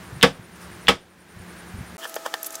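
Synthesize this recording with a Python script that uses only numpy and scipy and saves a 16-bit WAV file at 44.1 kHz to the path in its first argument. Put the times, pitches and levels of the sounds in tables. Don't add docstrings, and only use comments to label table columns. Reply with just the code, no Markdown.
import sys
import numpy as np
from scipy import signal
from scipy.fft import rfft, irfft
from scipy.io import wavfile
from scipy.ndimage import uniform_filter1d, minimum_filter1d

SR = 44100
rng = np.random.default_rng(int(sys.argv[2]) if len(sys.argv) > 2 else 0)


def transcribe(signal):
    frames = np.atleast_2d(signal).T
    limited = np.clip(frames, -1, 1)
    pcm = np.round(limited * 32767).astype(np.int16)
    wavfile.write(sys.argv[1], SR, pcm)


N = 114660
TIME = np.arange(N) / SR
BAND_LIMIT_HZ = 15900


def amp(db):
    return 10 ** (np.asarray(db) / 20)


def unit(x):
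    return x / np.sqrt(np.mean(x ** 2) + 1e-20)


def read(points, hz):
    f, value = np.transpose(points)
    return np.interp(np.log(hz + 1), np.log(f + 1), value)


def add(mix, start_s, sound):
    part = mix[max(round(start_s * SR), 0):][:len(sound)]
    part += sound[:len(part)]


def noise(spectrum, size, tilt_db_per_oct=0, focus_hz=None):
    tilt_from_hz, focus_db, focus_width_oct = 710, 7.5, 0.26
    hz = np.fft.rfftfreq(size, 1 / SR)
    db = read(spectrum, hz) + tilt_db_per_oct * np.log2(np.maximum(hz / tilt_from_hz, 1))
    if focus_hz:
        offset_oct = np.log2(np.maximum(hz, 1) / focus_hz)
        db = db + focus_db * np.exp(-.5 * (offset_oct / focus_width_oct) ** 2)
    return unit(irfft(amp(db) * np.exp(2j * np.pi * rng.random(len(hz))), size))


def drift(below_hz):
    return unit(irfft(rfft(rng.standard_normal(N)) * (np.fft.rfftfreq(N, 1 / SR) < below_hz), N))


def strike(t, rise_s, t60_s):
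    return (1 - np.exp(-(t / rise_s) ** 2)) * np.exp(-np.log(1000) * t / t60_s)


def tones(lines, waver_hz=1.22):
    out = np.zeros(N)
    for hz, db in lines:
        cycles = np.cumsum(hz + waver_hz * drift(16.4)) / SR + rng.random()
        out += np.sqrt(2) * amp(db) * np.sin(2 * np.pi * cycles)
    return out


def fan():
    air_spectrum = [(15, -58), (25, -48), (69, -0.5), (140, -10.5), (173, -2.5), (233, -6.5), (260, -12.5),
                    (349, -8), (552, -13.5), (1450, -13.5), (1570, -11.5), (3170, -22.5), (7300, -28.5),
                    (9300, -30), (15500, -34)]
    hum_lines = [(176, -49.5), (351.5, -57)]
    band_hz, width_hz, band_db = 9300, 470, -54.5
    depth, period_s, peak_s = 0.51, .0955, 0.067
    hz = np.fft.rfftfreq(N, 1 / SR)
    passband = np.exp(-.5 * ((hz - band_hz) / width_hz) ** 2)
    band = unit(irfft(rfft(rng.standard_normal(N)) * passband, N))
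    flutter = 1 - depth + depth * np.cos(2 * np.pi * (TIME - peak_s) / period_s)
    air = amp(-43 + 0.32 * drift(19)) * noise(air_spectrum, N)
    return air + tones(hum_lines) + amp(band_db + drift(30)) * band * flutter


def hiss_and_whine():
    hiss_spectrum = [(30, -15), (100, -17.5), (190, -5.5), (320, 2), (700, 1), (1050, -2.5), (1600, 0),
                     (2200, -5.5), (4000, -7), (7000, -6), (11000, -12), (15500, -13.5)]
    whine_lines = [(323, -58), (657, -47.5), (834.4, -56), (1250, -54), (1314, -53), (1755, -60.5)]
    return amp(-44) * noise(hiss_spectrum, N) + tones(whine_lines)


def bumps():
    events = [(.122, -28, 119), (0.162, -31, 134), (0.389, -31, 114), (1.361, -32, 101), (1.395, -31.5, 93),
              (1.737, -26, 92), (1.78, -26, 80), (1.8, -26.5, 124)]
    rumble = [(20, -27), (70, -7), (220, 5.5), (450, -42), (2000, -55.5)]  # f/Hz, relative level/dB
    out, t = np.zeros(N), TIME[:SR // 4]
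    for s, db, hz in events:
        body = np.sin(2 * np.pi * hz * t) + 0.36 * noise(rumble, len(t))
        add(out, s, 2 * amp(db) * strike(t, rise_s=0.0059, t60_s=0.077) * body)
    return out


def friction(events, spectrum, grain_db=0.5):
    out, grain = np.zeros(N), unit(amp(grain_db * drift(580)))
    t = TIME[:SR // 3] - .1
    for s, db, swell_s, t60_s, tilt_db_per_oct, focus_hz in events:
        envelope = np.exp(np.where(t < 0, t / swell_s, -np.log(1000) * t / t60_s))
        add(out, s + t[0], amp(db) * envelope * noise(spectrum, len(t), tilt_db_per_oct, focus_hz))
    return out * grain


def brick_pickup():
    # t/s, level/dB, swell/s, t60/s, tilt/(dB/oct), resonance/Hz
    rubs = [(.56, -47, 0.0076, .15, 1.5, 5950), (.617, -43.5, 0.017, .25, 1, 5030),
            (.68, -53, 0.057, .4, -1.5, 1200)]
    spectrum = [(40, -25), (300, 0.5), (1500, 8.5), (4000, -12), (10000, -7), (16000, -16)]
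    return friction(rubs, spectrum)


def paper():
    # t/s, level/dB, swell/s, t60/s, tilt/(dB/oct), resonance/Hz
    crinkles = [(1.99, -44, .006, 0.096, 6, 6500), (2.075, -41, .004, .12, 2, 10000),
                (2.097, -35.5, .004, 0.033, -3, 12600), (2.1428, -26.5, .0003, 0.0073, -4, 12000),
                (2.1575, -30, .003, 0.025, 7, 6500), (2.4305, -20.5, 0.00032, 0.021, 4, 11800),
                (2.4448, -31, 0.0008, 0.049, -4, 7000), (2.466, -25.5, 0.0049, 0.044, 0, 12500),
                (2.5057, -32.5, .0003, 0.022, 1, 7000), (2.527, -37.5, 0.0048, 0.052, -1, 11000),
                (2.545, -35, 0.0052, .06, -7, 7000), (2.554, -24.5, .0004, 0.027, 1, 6200)]
    spectrum = [(30, -55), (200, -26), (1500, -12), (4500, -3.5), (6400, 1.5), (8000, 0), (11800, 1),
                (14000, -1), (16000, -5.5)]
    return friction(crinkles, spectrum)


def brick_nudges():
    # t/s, level/dB, swell/s, t60/s, tilt/(dB/oct), resonance/Hz
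    nudges = [(2.046, -32, 0.019, 0.047, 2.5, 3000), (2.0545, -26.5, 0.0019, 0.046, -1.5, 1400),
              (2.1642, -22.5, 0.00013, 0.041, -1, 460), (2.262, -25.5, 0.007, 0.077, 0, 910),
              (2.2633, -21, 0.00089, 0.016, 1.5, 800), (2.3403, -18, 0.00039, 0.02, 1, 4400),
              (2.343, -25.5, 0.0037, 0.05, 1, 1690)]
    spectrum = [(30, -50), (120, -27), (300, -22), (500, 0), (850, -2), (1050, -2.5), (1300, -2.5),
                (1550, -4.5), (1750, 6.5), (2000, -15.5), (2600, -15.5), (3200, -4.5), (4100, -23),
                (4800, -14), (8000, -20.5), (16000, -24)]
    return friction(nudges, spectrum)


def clack(t, bands=18, tail_db=-25):
    spectrum = [(40, -8), (85, -2), (130, -10), (350, 2), (620, 3), (1000, 1.5), (1800, 1.5), (2700, -1),
                (3450, 2), (4200, -9.5), (5100, -6.5), (6300, -19), (9000, -22), (12000, -29), (16000, -31)]
    ring_rise = [(100, 0.0061), (700, 0.0096), (1500, 0.003), (3000, 0.00043), (16000, 0.00086)]
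    ring_t60 = [(60, 0.24), (400, .15), (1500, .13), (3500, .13), (8000, 0.19), (16000, 0.12)]
    shop_t60 = [(100, .6), (300, 0.69), (1000, 0.33), (4000, 0.37), (16000, .25)]
    hz, centres_hz = np.fft.rfftfreq(len(t), 1 / SR), np.geomspace(60, BAND_LIMIT_HZ, bands)
    ring, out = rfft(noise(spectrum, len(t))), 0
    for centre_hz, weights in zip(centres_hz, np.eye(bands)):
        band = irfft(ring * read(list(zip(centres_hz, weights)), hz), len(t))
        rise_s = read(ring_rise, centre_hz)
        direct = strike(t, rise_s, read(ring_t60, centre_hz))
        tail = amp(tail_db) * strike(t, rise_s, read(shop_t60, centre_hz))
        out = out + band * np.hypot(direct, tail)
    return out


def brick_landings(grit_db=-9.5):
    touches = [(0.212, -14.5), (0.2211, -17), (0.225, -23), (0.87, -12), (0.8769, -21), (0.88, -13.5)]
    touch_spectrum = [(300, -28), (1500, -19), (2500, -11), (3400, 1), (4500, -22.5), (7000, -28.5),
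                      (9000, -37.5), (16000, -41)]
    landings = [(.2277, -2, 4, 6.5), (.8832, 1.5, 5.5, 8)]
    bench_modes = [(83.1, -34, -14.5, 0.14), (151.7, -19, -26.5, 0.25), (192, -8.5, -8.5, .14),
                   (268, -8, -13.5, 0.14), (471.5, -2, -5, 0.12), (525, -8, -20.5, 0.13),
                   (754, -14.5, -20, .12), (808, -18.5, -6.5, 0.075), (1136, -9, -7, 0.099),
                   (1276, -17, -8.5, .13), (1540, -14.5, -40, 0.11), (1686, -1, -16, 0.077),
                   (2287, -22, -7.5, 0.085), (3134, -32, -5.5, 0.08), (3420, -23, -6.5, 0.069)]
    snap_modes = [(1140, -9, -0.5, 0.000454, 0.0046), (1790, -11, 6.5, 0.00043, 0.0057),
                  (2990, -2, 4.5, 0.00063, 0.013), (3400, -4, -0.5, .002, 0.032)]
    grit_spectrum = [(500, -24.5), (3500, -7), (5100, -24), (6500, 1), (8400, 5), (11000, -4.5),
                     (16000, -12)]
    bench_rise_s = 0.00925
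    out, t = np.zeros(N), TIME[:SR // 2]
    for s, db in touches:
        add(out, s, amp(db) * noise(touch_spectrum, len(t)) * strike(t, rise_s=0.00064, t60_s=0.0087))
    for brick, (s, clack_db, bench_db, snap_db) in enumerate(landings):
        bench = snap = 0
        for hz, *levels_db, t60_s in bench_modes:
            mode = np.sin(2 * np.pi * (hz * t + rng.random()))
            bench += amp(bench_db + levels_db[brick]) * strike(t, bench_rise_s, t60_s) * mode
        for hz, *levels_db, rise_s, t60_s in snap_modes:
            mode = np.sin(2 * np.pi * hz * t)
            snap += amp(snap_db + levels_db[brick]) * strike(t, rise_s, t60_s) * mode
        grit = amp(grit_db) * noise(grit_spectrum, len(t)) * strike(t, rise_s=0.00037, t60_s=0.028)
        add(out, s, amp(clack_db) * clack(t) + bench + snap + grit)
    return out


def scene():
    cut_s, resume_s, low_cut_hz = 1.969, 1.9805, 260
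    stacking = brick_landings() + brick_pickup() + bumps() + fan()
    low_cut = signal.butter(2, low_cut_hz, "high", fs=SR, output="sos")
    close = signal.sosfilt(low_cut, brick_nudges() + paper()) + hiss_and_whine()
    return (stacking * (TIME < cut_s) + close * (TIME > resume_s))[None]


def overshoot(db, release_db_per_s):
    fall_db = TIME * release_db_per_s
    return np.maximum(np.maximum.accumulate(db + fall_db) - fall_db, 0)


def record(dry):
    limit_db, duck_from_db, attack_s, hold_s = -1.8, 1, 0.0083, 0.25
    peak_db = 20 * np.log10(abs(dry[0]) + 1e-9)
    limiter_db = uniform_filter1d(overshoot(peak_db - limit_db, release_db_per_s=1494), size=20)
    half_hold = int(hold_s * SR / 2)
    held_db = -minimum_filter1d(-peak_db, 2 * half_hold + 1, origin=half_hold, mode="nearest")
    target_db = overshoot(held_db - duck_from_db, release_db_per_s=30.5)
    pole = np.exp(-1 / (attack_s * SR))
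    duck_db = signal.lfilter([1 - pole], [1, -pole], target_db)
    limited = np.clip(dry / amp(np.maximum(limiter_db, duck_db)), -1, 1)
    lowpass = signal.firwin(255, BAND_LIMIT_HZ, window=("kaiser", 7), fs=SR)
    return signal.oaconvolve(limited, lowpass[None], "same")


dry = scene()
out = record(dry)
transcribe(out)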